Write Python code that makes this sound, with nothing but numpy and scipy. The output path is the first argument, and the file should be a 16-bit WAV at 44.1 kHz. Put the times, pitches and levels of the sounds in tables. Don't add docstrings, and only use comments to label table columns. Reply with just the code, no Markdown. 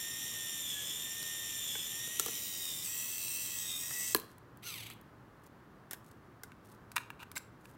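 import sys
import numpy as np
from scipy import signal
from scipy.fft import rfft, irfft, next_fast_len
from scipy.io import wavfile
from scipy.ndimage import uniform_filter1d, map_coordinates

SR = 44100
rng = np.random.default_rng(int(sys.argv[2]) if len(sys.argv) > 2 else 0)


def pcm_store(signal):
    levels = np.round(np.clip(np.atleast_2d(signal), -1, 1) * 32767)
    wavfile.write(sys.argv[1], SR, levels.astype(np.int16).T)


N = 342657
T = np.arange(N) / SR

PINION_TEETH, WHEEL_TEETH = 9, 22
STOP_S = 4.13
SLOW_HZ, FAST_HZ = 1828.6, 1947.6
CLIMB_START_S, CLIMB_S = 1.45, 1.2
# (tightest moment [s], speed loss [Hz], tightening [s], easing [s])
FILM_DRAGS = [(-0.204, 57.3, 0.2, 0.13), (0.776, 125.4, 0.186, 0.29), (1.767, 140.3, 0.207, 0.26),
              (2.815, 157.8, 0.269, 0.117), (3.746, 114.5, 0.168, 0.15)]
FULL_DRAG_HZ = 150
OVERRUN_HZ, OVERRUN_LAG_S, OVERRUN_S = 15, 0.44, 0.1
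RELEASE_HZ_PER_S, RELEASE_DB = 1200, -14
PRESS_S, PRESS_RISE_S, PRESS_DB = 3.9, 0.072, 10
# (start [s], length [s])
CAMERA_TURNS = [(2.119, 0.32), (2.833, 0.058)]
# (running free [dB], change at full drag [dB])
RATTLE_LEVELS = [(-43.5, 0.5), (-39, -1.4), (-38.5, -3)]
# (driving the top of the case [dB], heard from the back [dB])
TOOTH_OVERTONES = [(-56, -58.5), (-51.5, -67), (-42, -63.5), (-45, -58), (-48, -61)]
# (one pinion turn below [dB], one wheel turn above [dB], one pinion turn above [dB])
GEAR_SIDEBANDS = [(-28, -11, -10.5), (-10, -8, -23.5), (-13.5, -3, -2.5), (-8.5, -18, -8)]
SHAFT_MULTIPLES = (3, 5, 6, 8, 10, 12)
# (from the top [dB], from the back [dB])
SHAFT_HUM_LEVELS = [(-73.5, -77.5), (-88.5, -73), (-78, -81), (-78.5, -71), (-61.5, -65), (-66, -61)]
# (frequency [Hz], relative level [dB])
TOP_COLOUR = [(500, -20), (1550, -28.5), (2000, -12), (2300, -13), (3050, -0.5), (3650, -2.5), (4050, -12),
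              (5000, -19), (5950, -1.5), (6750, -9), (7200, 2.5), (7700, -8.5), (9100, -10), (10000, -17),
              (12700, -5), (13650, -26), (14450, 1), (15100, -18.5)]
EDGE_COLOUR = [(500, -40), (1450, -32.5), (2100, -8), (2700, -3.5), (3100, 5), (3330, -15.5), (3650, 0),
               (4400, -6), (5800, 0), (8100, 2), (10400, -7), (11200, -5), (11900, -4.5), (13000, -0.5),
               (15500, 1)]
BACK_COLOUR = [(500, -43.5), (1650, -30), (2050, -7.5), (2350, -15), (2650, 1), (2950, -13.5), (3180, -4.5),
               (3500, -11), (4600, -10.5), (6000, -3.5), (7100, -4), (8100, 4), (9100, -10), (11000, -10),
               (14500, -3)]
OPEN_COLOUR = [(700, -57), (1350, -24), (1750, -9), (2250, 4.5), (2550, 2), (3450, 3.5), (4700, -2),
               (5400, -11), (6250, -2), (7200, -10), (8100, 1), (9400, -9), (11300, 3), (13000, -2),
               (16000, -1.5)]
# (centre [Hz], width [Hz], level [dB])
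TOP_RESONANCES = [(1691.3, 15, -42.5), (1820, 91, -54), (1876, 110, -54), (3478, 220, -44),
                  (3710, 100, -52), (5207, 92, -55), (5506, 210, -53.5), (7100, 350, -53)]
EDGE_RESONANCES = [(1880, 110, -60.5), (3688, 180, -46.5), (6130, 333, -54)]
BACK_RESONANCES = [(1197, 41, -65), (1886, 30, -56.5), (1920, 59, -57.5), (3648, 164, -43), (3946, 38, -49),
                   (5800, 420, -56), (7500, 420, -59.5)]

# (frequency [Hz], relative level [dB])
RUMBLE_COLOUR = [(15, -48), (25, -13), (114, -2), (320, -6.5), (680, -15), (1150, -12), (1740, -18),
                 (2400, -28), (8360, -42), (16000, -40.5)]
RUMBLE_DB, HUM_HZ = -57.5, 115.7
# (time [s], level [dB])
HUM_LEVEL = [(4.3, -73), (4.85, -62), (5.4, -72)]
# (frequency [Hz], time to fade by 60 dB [s])
ECHO_DECAY = [(1000, 0.59), (14000, 0.26)]

# (time [s], snap [dB], ring [dB], thud [dB])
CLICKS = [(1.229, -43, -64, -62), (1.753, -57, -45.5, -53), (2.074, -46.5, -58, -55),
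          (2.1969, -26.5, -39, -44), (2.2613, -36.5, -46, -44), (2.2829, -45, -48.5, -47),
          (3.909, -53, -47, -65), (4.1478, -41, -45, -30.5), (4.901, -52, -57.5, -73),
          (5.9105, -43, -50.5, -56), (5.9322, -52, -50.5, -68.5), (6.4345, -46, -49.5, -58.5)]
# (frequency [Hz], relative level [dB])
SNAP_COLOUR = [(1500, -12.5), (3800, 1.5), (5400, 1), (8000, 3), (13000, 2), (16000, -1)]
# (frequency [Hz], relative level [dB], time to fade by 60 dB [s])
CASE_THUD_MODES = [(127.4, -21, 0.14), (237, -12.5, 0.1), (319, -2, 0.059), (445, 5.5, 0.042)]
CASE_RING_MODES = [(793, -3.5, 0.0429), (1096, -1.5, 0.022), (1393, 2.5, 0.038), (1720, 3, 0.033),
                   (1970, 0.5, 0.037), (3106, -7.5, 0.017)]
# (time [s], level [dB])
TICKS = [(4.1475, -23), (4.158, -41), (4.163, -35), (4.168, -40), (4.174, -43.5), (4.199, -45),
         (4.382, -60), (4.573, -60), (4.936, -59), (5.013, -62), (5.912, -48), (5.933, -39)]
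# (frequency [Hz], relative level [dB])
TICK_COLOUR = [(4500, -13), (7000, -14), (10000, -7), (13000, -5.5)]
DOOR_S, DOOR_DB = 4.1478, -28.5
# (frequency [Hz], relative level [dB], time to fade by 60 dB [s])
DOOR_MODES = [(1005, 0.5, 0.041), (1160, 3, 0.02), (1680, -1.5, 0.04), (3030, 5, 0.0079), (4200, 5, 0.0093)]
# (start [s], length [s], level at the middle [dB])
BRUSHES = [(4.27, 0.076, -57.5), (5.392, 0.1, -68.5), (6.023, 0.13, -67), (6.622, 0.17, -65),
           (7.588, 0.18, -64)]

SPIN_START_S, SPIN_CUT_S, SPIN_END_S = 4.622, 4.674, 4.945
SPIN_HZ, SPIN_UP_S, BRAKE_HZ_PER_S = 1437, 0.008, 4400
SPIN_DB, SPIN_DB_PER_OCTAVE = -43.5, 6
TAUT_DB, SLACK_S = -6, 4.657
SPIN_WHINE_DB = -9.5
SPIN_KNOCK_DB = 7.5
SIZZLE_HZ, SIZZLE_T60 = 6230, .007
SIZZLE_DB, SIZZLE_POWER = -3.5, 5.5

# (start [s], length [s], hiss [dB], ring [dB])
SLIDE_EVENTS = [(5.906, 0.046, -55, -56.5), (6.958, 0.014, -44, -39.5), (7.19, 0.05, -65.5, -54),
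                (7.354, 0.022, -46, -46.5)]
# (time [s], snap [dB], ring [dB])
KNOCKS = [(6.519, -69, -56.5), (6.917, -53, -56), (6.9639, -36, -35), (6.968, -45, -32),
          (6.9803, -48, -36.5), (7.103, -56.5, -45), (7.23, -58, -50), (7.3158, -51.5, -55.5),
          (7.371, -51, -45), (7.378, -41.5, -53), (7.655, -62, -58)]
# (frequency [Hz], relative level [dB], time to fade by 60 dB [s])
CARTRIDGE_MODES = [(973, 0.5, 0.018), (1280, 6.5, 0.007), (1666, 3, 0.023), (2240, 3, 0.015),
                   (2790, 2.5, 0.017), (3800, 0.5, 0.0055)]
RIM_MODES = [(7500, 1, 0.034), (11760, -8, 0.037)]
RIM_S, RIM_DB = 7.369, -42

CUTOFF_HZ = 15900
BLOW = np.sqrt(SR / 100)


def amp(db):
    return 10 ** (np.asarray(db) / 20)


def unit(x):
    return x / np.sqrt(np.mean(x ** 2) + 1e-20)


def ramp(start_s, length_s):
    return np.clip((T - start_s) / length_s, 0, 1)


def read(points, hz):
    f, value = np.transpose(points)
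    return np.interp(np.log(hz + 1), np.log(f), value)


def colour(x, points):
    size = 4096
    log_gain = np.log(amp(read(points, abs(np.fft.fftfreq(size, 1 / SR)))))
    taps = np.fft.ifft(np.exp(np.conj(signal.hilbert(log_gain)))).real
    return signal.oaconvolve(x, taps[:size // 2])[:len(x)]


def wander(hz):
    size = next_fast_len(N, True)
    f = np.fft.rfftfreq(size, 1 / SR)
    spectrum = rfft(rng.standard_normal(size)) / (1 + (f / hz) ** 2)
    return unit(irfft(spectrum, size)[:N])


def add(mix, s, sound):
    part = mix[max(round(s * SR), 0):][:len(sound)]
    part += sound[:len(part)]


def ring(modes, grip=0.062, place_db=2):
    t = np.arange(SR // 5) / SR
    out = np.zeros(len(t))
    for k, (hz, db, t60) in enumerate(modes):
        place_chance, grip_chance = rng.standard_normal(2)
        level = amp(db + place_db * place_chance - 60 * t / t60)
        out += (-1) ** k * level * np.sin(2 * np.pi * hz * (1 + grip * grip_chance) * t)
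    return out / np.linalg.norm(out)


def peaks_db(peaks, hz):
    power = sum((amp(db) / (1 + (2 * (hz - centre) / width) ** 2)) ** 2 for centre, width, db in peaks)
    return 10 * np.log10(power)


def film_drag():
    sag_hz = np.zeros(N)
    for s, depth_hz, tighten_s, ease_s in FILM_DRAGS:
        width_s = np.where(T < s, tighten_s, ease_s)
        sag_hz += depth_hz / (1 + ((T - s) / width_s) ** 2) ** 2
        sag_hz -= OVERRUN_HZ * np.exp(-((T - s - OVERRUN_LAG_S) / OVERRUN_S) ** 2)
    return sag_hz


def rattle(teeth, repeat, bite, lumpy_db):
    scrape, blow_db = 0, 0
    for count in (PINION_TEETH, WHEEL_TEETH):
        flaws = rng.standard_normal(count * 20)
        place = teeth % count * 20
        scrape = scrape + unit(map_coordinates(flaws, [place], order=3, mode="grid-wrap"))
        blow_db = blow_db + unit(rng.standard_normal(count))[teeth.astype(int) % count]
    repeat = np.clip(repeat, 0, 1)
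    grit = np.sqrt(repeat) * unit(scrape) + np.sqrt(1 - repeat) * rng.standard_normal(N)
    return unit(grit * np.exp(bite * np.cos(2 * np.pi * teeth)) * amp(lumpy_db * blow_db))


def whine(teeth, levels_db, order, play, flutter_db, fuzz):
    slack = play * wander(60.25)
    offsets = (0, -1 / PINION_TEETH, 1 / WHEEL_TEETH, 1 / PINION_TEETH)
    out = np.zeros(N)
    for k, db in enumerate(levels_db, order):
        sides = GEAR_SIDEBANDS[min(k, len(GEAR_SIDEBANDS)) - 1]
        sides_db = [side_db + 3 * wander(14) for side_db in sides]
        lines = np.zeros(N)
        for offset, line_db in zip(offsets, (0, *sides_db)):
            turns = (k + offset) * (teeth + slack) + rng.random()
            lines += amp(line_db) * np.cos(2 * np.pi * turns)
        uneven = 1 + fuzz * (k - 1) * wander(420)
        out += np.sqrt(2) * amp(db + flutter_db * wander(34)) * unit(uneven) * lines
    return out


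def off_the_hands(x, side, strength, delay_s, shift_s):
    delay = delay_s + shift_s * side * (1 + 0.24 * wander(0.79))
    echo = map_coordinates(x, [np.arange(N) - delay * SR], order=3)
    return unit(x + strength * np.clip(side, 0, 1) * echo)


def regrip(x, side):
    hz, t, z = signal.stft(x, SR, nperseg=512)
    field = rng.standard_normal(z.shape)
    for _ in range(2):
        field = uniform_filter1d(uniform_filter1d(field, 3, 0), 40, 1)
    turned = np.interp(t, T, np.clip(side, 0, 1))
    depth_db = 2.4 * np.clip(hz / 5000, 0, 1)[:, None] * turned
    return unit(signal.istft(z * amp(depth_db * unit(field)), SR)[1][:N])


def shaft_hum(teeth, tooth_hz, side, back_share):
    shaft = teeth / PINION_TEETH + 0.0072 * wander(70)
    out = np.zeros(N)
    for k, (top, back) in zip(SHAFT_MULTIPLES, SHAFT_HUM_LEVELS):
        lift = back_share * amp(peaks_db(BACK_RESONANCES, k * tooth_hz / PINION_TEETH))
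        level = amp(top + (back - top) * side / 2) + lift
        out += np.sqrt(2) * np.sin(2 * np.pi * k * shaft) * level
    return out


def rewind():
    sag_hz = film_drag()
    tooth_hz = SLOW_HZ + (FAST_HZ - SLOW_HZ) * ramp(CLIMB_START_S, CLIMB_S) - sag_hz
    teeth = np.cumsum(tooth_hz * (1 + .001 * wander(12))) / SR
    side = sum(ramp(*turn) for turn in CAMERA_TURNS)
    turned = np.clip(side, 0, 1)
    shares = [np.clip(1 - abs(side - k), 0, 1) for k in range(len(RATTLE_LEVELS))]

    rattle_db = 0.5 * wander(7)
    for share, (free, drag) in zip(shares, RATTLE_LEVELS):
        rattle_db = rattle_db + share * (free + drag * sag_hz / FULL_DRAG_HZ)
    drive = rattle(teeth, repeat=0.18, bite=1.0, lumpy_db=2.5)
    faces = (TOP_COLOUR, EDGE_COLOUR, BACK_COLOUR)
    case = sum(np.sqrt(share) * unit(colour(drive, face)) for share, face in zip(shares, faces))
    case = off_the_hands(case, side, strength=0.42, delay_s=0.00044, shift_s=0.0001197)
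    case = regrip(case, side)

    resonances = (TOP_RESONANCES, EDGE_RESONANCES, BACK_RESONANCES)
    levels_db = [sum(share * peaks_db(peaks, k * tooth_hz) for share, peaks in zip(shares, resonances))
                 for k in range(1, 5)]
    levels_db[0] = levels_db[0] + PRESS_DB * ramp(PRESS_S, PRESS_RISE_S)
    regain = np.clip(np.gradient(tooth_hz, T) / RELEASE_HZ_PER_S, 0, 1)
    levels_db[1] = levels_db[1] + RELEASE_DB * regain ** 2
    tones = whine(teeth, levels_db, order=1, play=0.0087, flutter_db=1.1, fuzz=0.15)

    overtones_db = [top + (back - top) * turned for top, back in TOOTH_OVERTONES]
    overtones = whine(teeth, overtones_db, order=3, play=0.02, flutter_db=0.6, fuzz=0.29)
    tones = tones + (1 - turned) * colour(overtones, TOP_COLOUR) + turned * overtones
    hum = shaft_hum(teeth, tooth_hz, side, shares[2])
    return (amp(rattle_db) * case + tones + hum) * (1 - ramp(STOP_S, 0.018))


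def room_tone():
    noise = unit(colour(rng.standard_normal(N), RUMBLE_COLOUR))
    rumble = amp(RUMBLE_DB + 0.27 * wander(8.1)) * noise
    hum = unit(np.cos(2 * np.pi * HUM_HZ * T + 0.92 * wander(4.1)))
    hum_db = np.interp(T, *np.transpose(HUM_LEVEL))
    return rumble + amp(hum_db + 3 * wander(5.5)) * hum


def room(x):
    size = SR // 2
    taps = rng.standard_normal(size) * (rng.random(size) < .1)
    taps = taps * (np.arange(size) > .004 * SR)
    hz, t, z = signal.stft(taps, SR, nperseg=256)
    fade = amp(-60 * t / read(ECHO_DECAY, hz)[:, None])
    tail = signal.istft(z * fade, SR, nperseg=256)[1]
    return signal.oaconvolve(x, tail / np.linalg.norm(tail))[:N]


def snap(decay_s, chatter_db):
    t = np.arange(SR // 20) / SR
    fade = np.exp(-t / decay_s) + amp(chatter_db) * np.exp(-t / 0.0089)
    out = colour(rng.standard_normal(len(t)) * fade, SNAP_COLOUR)
    return out / np.linalg.norm(out)


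def case_clicks():
    out = np.zeros(N)
    for s, snap_db, ring_db, thud_db in CLICKS:
        add(out, s, BLOW * amp(snap_db) * snap(decay_s=0.0012, chatter_db=-13.0))
        add(out, s, BLOW * amp(ring_db) * ring(CASE_RING_MODES))
        add(out, s + 0.0016, BLOW * amp(thud_db) * ring(CASE_THUD_MODES))
    return out


def ticks():
    out, t = np.zeros(N), np.arange(SR // 10 // 10) / SR
    for s, db in TICKS:
        burst = rng.standard_normal(len(t)) * np.exp(-t / 0.0015)
        add(out, s, amp(db) * unit(colour(burst, TICK_COLOUR)))
    return out


def door():
    out = np.zeros(N)
    add(out, DOOR_S, BLOW * amp(DOOR_DB) * ring(DOOR_MODES, grip=.005, place_db=1))
    return out


def fingers():
    brush = unit(colour(rng.standard_normal(N) * amp(7.8 * wander(93)), SNAP_COLOUR))
    return brush * sum(amp(db) * np.sin(np.pi * ramp(s, length)) for s, length, db in BRUSHES)


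def coast():
    driven = 1 - np.exp(-np.maximum(T - SPIN_START_S, 0) / SPIN_UP_S)
    lost_hz = BRAKE_HZ_PER_S * np.maximum(T - SPIN_CUT_S, 0)
    tooth_hz = np.maximum(SPIN_HZ * driven - lost_hz, 1)
    speed = tooth_hz / SPIN_HZ
    teeth = np.cumsum(tooth_hz * (1 + .02 * wander(300))) / SR
    running = (T > SPIN_START_S) & (T < SPIN_END_S)
    level_db = SPIN_DB + SPIN_DB_PER_OCTAVE * np.log2(speed) + TAUT_DB * (1 - ramp(SLACK_S, 0.011))
    wheel_pulse = np.cos(np.pi * teeth / WHEEL_TEETH) ** 4 * 1.19 - .5
    throb = amp(SPIN_KNOCK_DB * (1 - speed ** 2) * wheel_pulse)

    tones = np.zeros(N)
    for k in range(1, 15):
        tone = np.cos(2 * np.pi * (k * teeth + rng.random()))
        tones += amp(2 * wander(40)) * tone / np.sqrt(max(k, 4))
    grit = rattle(teeth, repeat=.3, bite=.8, lumpy_db=2)
    sizzle = signal.oaconvolve(grit, ring([(SIZZLE_HZ, 0, SIZZLE_T60)], grip=0))[:N]
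    parts = (colour(tones, OPEN_COLOUR), colour(grit, OPEN_COLOUR), sizzle)
    tones, grit, sizzle = (part / np.std(part[running]) for part in parts)

    clean_whine = amp(SPIN_WHINE_DB) * speed ** 2 * np.sin(2 * np.pi * teeth)
    gears = .6 * tones + .8 * grit + clean_whine
    return amp(level_db) * throb * running * (gears + amp(SIZZLE_DB) * speed ** SIZZLE_POWER * sizzle)


def slides():
    out = np.zeros(N)
    for s, length, hiss_db, ring_db in SLIDE_EVENTS:
        grains = np.repeat(amp(3 * rng.standard_normal(SR // 4)), 40)[:SR // 4]
        slips = (grains * rng.standard_normal(SR // 4))[:int(length * SR) + 2]
        slips = unit(slips * signal.windows.tukey(len(slips), .3))
        add(out, s, amp(hiss_db) * unit(colour(slips, SNAP_COLOUR)))
        add(out, s, amp(ring_db) * signal.fftconvolve(slips, ring(CARTRIDGE_MODES)))
    return out


def cartridge_knocks():
    out = np.zeros(N)
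    for s, snap_db, ring_db in KNOCKS:
        add(out, s, BLOW * amp(snap_db) * snap(decay_s=0.0025, chatter_db=-18.5))
        add(out, s, BLOW * amp(ring_db) * ring(CARTRIDGE_MODES))
    return out


def rim():
    out = np.zeros(N)
    add(out, RIM_S, BLOW * amp(RIM_DB) * ring(RIM_MODES, grip=0.0071, place_db=6))
    return out


def scene():
    motor = rewind() + coast()
    hands = case_clicks() + ticks() + door() + fingers() + slides() + cartridge_knocks() + rim()
    echo = room(amp(-12) * motor + amp(-17) * hands)
    return (motor + hands + echo + room_tone())[None]


def record(dry):
    thin = signal.sosfilt(signal.butter(2, 42, "highpass", fs=SR, output="sos"), dry)
    band_limit = signal.firwin(401, CUTOFF_HZ, window=("kaiser", 8), fs=SR)
    return signal.oaconvolve(thin, band_limit[None], "same")


dry = scene()
out = record(dry)
pcm_store(out)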